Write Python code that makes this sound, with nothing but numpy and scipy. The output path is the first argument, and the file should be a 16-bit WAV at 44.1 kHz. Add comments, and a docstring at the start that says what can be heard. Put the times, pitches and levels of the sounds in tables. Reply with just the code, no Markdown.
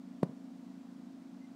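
"""A rabbit stamps a hind foot once on a carpeted floor in a quiet room.
The padded blow rings a few heavily damped floor modes, fur scuffs the pile, and the room answers dully.
An appliance hums over soft hiss, its motor lines beating into a fast throb.
Something squeaks faintly near the end."""
import sys
import numpy as np
from scipy import signal
from scipy.fft import rfft, irfft
from scipy.io import wavfile
from scipy.ndimage import uniform_filter1d

SR = 44100
rng = np.random.default_rng(int(sys.argv[2]) if len(sys.argv) > 2 else 0)


def master_out(mix):
    """Clip the mix to full scale and print it as 16-bit PCM to the path in sys.argv[1]."""
    frames = np.transpose(np.atleast_2d(mix))
    ceiling = np.clip(frames, -1, 1)
    pcm = np.round(ceiling * 32767).astype(np.int16)
    wavfile.write(sys.argv[1], SR, pcm)


N = 68355

# Stamp, then foot settling: (time [s], peak [dB], push half-width [s])
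FOOT_BLOWS = [(.2318, -14, 0.0011), (0.2941, -40, .0021)]
# Upper floor modes: (frequency [Hz], gain re thud [dB], T60 [s])
FLOOR_MODES = [(196, -19, 0.052), (550, -25, 0.087), (1176, -3, 0.015), (1450, 2, 0.0053),
               (2270, -16, .008)]


def stamp(t, floor_hz=158.4, floor_q=3.46):
    """Each sudden stop of the foot rings the floor; little radiates below its main resonance."""
    omega = 2 * np.pi * floor_hz
    floor = signal.bilinear([1, 0, 0], [1, omega / floor_q, omega ** 2], SR)
    blows = np.zeros(N)
    for at_s, peak_db, push_s in FOOT_BLOWS:
        u = (t - at_s) / push_s
        acceleration = (3 * u ** 2 - 1) / (1 + u ** 2) ** 3
        thud = signal.lfilter(*floor, acceleration)
        blow = thud + sum(undb(db) * ring(thud, hz, t60_s) for hz, db, t60_s in FLOOR_MODES)
        blows += undb(peak_db) * blow / np.abs(blow).max()
    return blows


# Brush, then slap: (time [s], level [dB], rise [s], fall [s])
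FUR_CONTACTS = [(.2297, -39.5, 0.00056, 0.0064), (.2318, -31, 0.00019, 0.0003)]
# Friction spectrum: (frequency [Hz], relative density [dB])
FUR_SPECTRUM = [(900, 17), (1700, 5.5), (2250, 3), (3000, -4), (3700, -6.5), (4450, 3), (5500, -9.5),
                (8400, -8.5), (15000, -26)]


def fur_scuff(t):
    """Fur brushes the pile, then slaps flat: two noise bursts."""
    envelope = sum(undb(db) * np.exp(np.minimum((t - at_s) / rise_s, (at_s - t) / fall_s))
                   for at_s, db, rise_s, fall_s in FUR_CONTACTS)
    return envelope * noise(FUR_SPECTRUM)


# Wall reflections: (delay [s], gain [dB], low-pass [Hz])
WALL_RETURNS = [(0.0219, -25.5, 1500), (.068, -30, 605)]


def room(x, t, tail_db=-17, t60_s=0.35, build_s=0.0065, highpass_hz=205):
    """Two dull wall returns and a short diffuse tail with little bass."""
    returns = sum(undb(db) * cut(np.interp(t - delay_s, t, x, left=0), hz, "low")
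                  for delay_s, db, hz in WALL_RETURNS)
    envelope = (1 - np.exp(-t / build_s)) * np.exp(-np.log(1000) * t / t60_s)
    response = rng.standard_normal(N) * envelope
    tail = signal.fftconvolve(x, response / np.linalg.norm(response))[:N]
    return returns + undb(tail_db) * cut(tail, highpass_hz, "high")


# Motor hum: (frequency [Hz], rms [dB])
MOTOR_LINES = [(120, -83), (185.9, -60.5), (213, -63.5), (240.1, -54.5), (267.2, -53), (321.4, -66),
               (348.5, -81.5), (403, -84)]
# Casing resonances: (frequency [Hz], width [Hz], rms [dB])
CASING_MODES = [(185.5, 38.5, -60), (249.2, 85, -61), (680, 133, -71)]


def appliance(t, in_phase_s=0.779, waver_rad=0.1, waver_hz=5.1):
    """Motor lines about 27 Hz apart beat into a throb; moving air stirs the casing."""
    hum = sum(level(np.cos(2 * np.pi * hz * (t - in_phase_s) + waver_rad * drift(waver_hz)), db)
              for hz, db in MOTOR_LINES)
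    rumble = sum(level(resonate(rng.standard_normal(N), hz, width_hz), db)
                 for hz, width_hz, db in CASING_MODES)
    return hum + rumble


# Faint squeaks: (time [s], pitch [Hz], rms at centre [dB], Gaussian sigma [s])
SQUEAKS = [(1.423, 2060, -70.5, 0.0068), (1.451, 2090, -68.5, 0.0073)]


def squeaks(t, waver_rad=0.25, waver_hz=150):
    """Brief, slightly unsteady high tones."""
    tones = np.zeros(N)
    for at_s, hz, db, sigma_s in SQUEAKS:
        tone = np.sin(2 * np.pi * hz * t + waver_rad * drift(waver_hz))
        tones += level(tone, db) * np.exp(-0.5 * ((t - at_s) / sigma_s) ** 2)
    return tones


# Room air spectrum: (frequency [Hz], relative density [dB])
AIR_SPECTRUM = [(25, -11.5), (70, -14.5), (140, -2.5), (300, 0.5), (600, -0.5), (1100, -4.5), (1700, -10.5),
                (3000, -15.5), (4500, -16), (8000, -21.5), (10000, -27.5), (15000, -32)]


def room_air(rms_db=-65):
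    """Steady soft hiss."""
    return undb(rms_db) * noise(AIR_SPECTRUM)


def undb(db):
    """Decibels to gain."""
    return 10 ** (np.asarray(db) / 20)


def level(x, rms_db):
    """Scale to an rms level."""
    return x * undb(rms_db) / np.sqrt(np.mean(x ** 2))


def noise(points):
    """Unit-rms noise coloured by (Hz, dB) points."""
    hz, db = np.array(points, float).T
    bins_hz = np.maximum(np.arange(N // 2 + 1) * SR / N, 1)
    gain = undb(np.interp(np.log(bins_hz), np.log(hz), db))
    return level(irfft(rfft(rng.standard_normal(N)) * gain, N), 0)


def drift(rate_hz):
    """Smooth random drift, unit rms."""
    hold = int(SR / rate_hz)
    steps = np.repeat(rng.standard_normal(N // hold + 2), hold)
    return level(uniform_filter1d(uniform_filter1d(steps, hold), hold)[:N], 0)


def cut(x, hz, kind):
    """Second-order Butterworth low-pass or high-pass."""
    return signal.sosfilt(signal.butter(2, hz, kind, fs=SR, output="sos"), x)


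def ring(x, hz, t60_s):
    """One damped mode, gain 1 at its centre."""
    q = np.pi * hz * t60_s / np.log(1000)
    return signal.lfilter(*signal.iirpeak(hz, q, fs=SR), x)


def resonate(x, hz, width_hz):
    """A resonance applied twice, for steep skirts."""
    b, a = signal.iirpeak(hz, hz / width_hz, fs=SR)
    return signal.lfilter(b, a, signal.lfilter(b, a, x))


def scene():
    """The stamp in its room, over hum, squeaks and hiss; mono."""
    t = np.arange(N) / SR
    foot = stamp(t) + fur_scuff(t)
    return (foot + room(foot, t) + appliance(t) + squeaks(t) + room_air())[None]


def record(dry):
    """Steep elliptic low-pass at 15.7 kHz."""
    return signal.sosfilt(signal.ellip(10, 0.1, 70, 15700, fs=SR, output="sos"), dry)


dry = scene()
out = record(dry)
master_out(out)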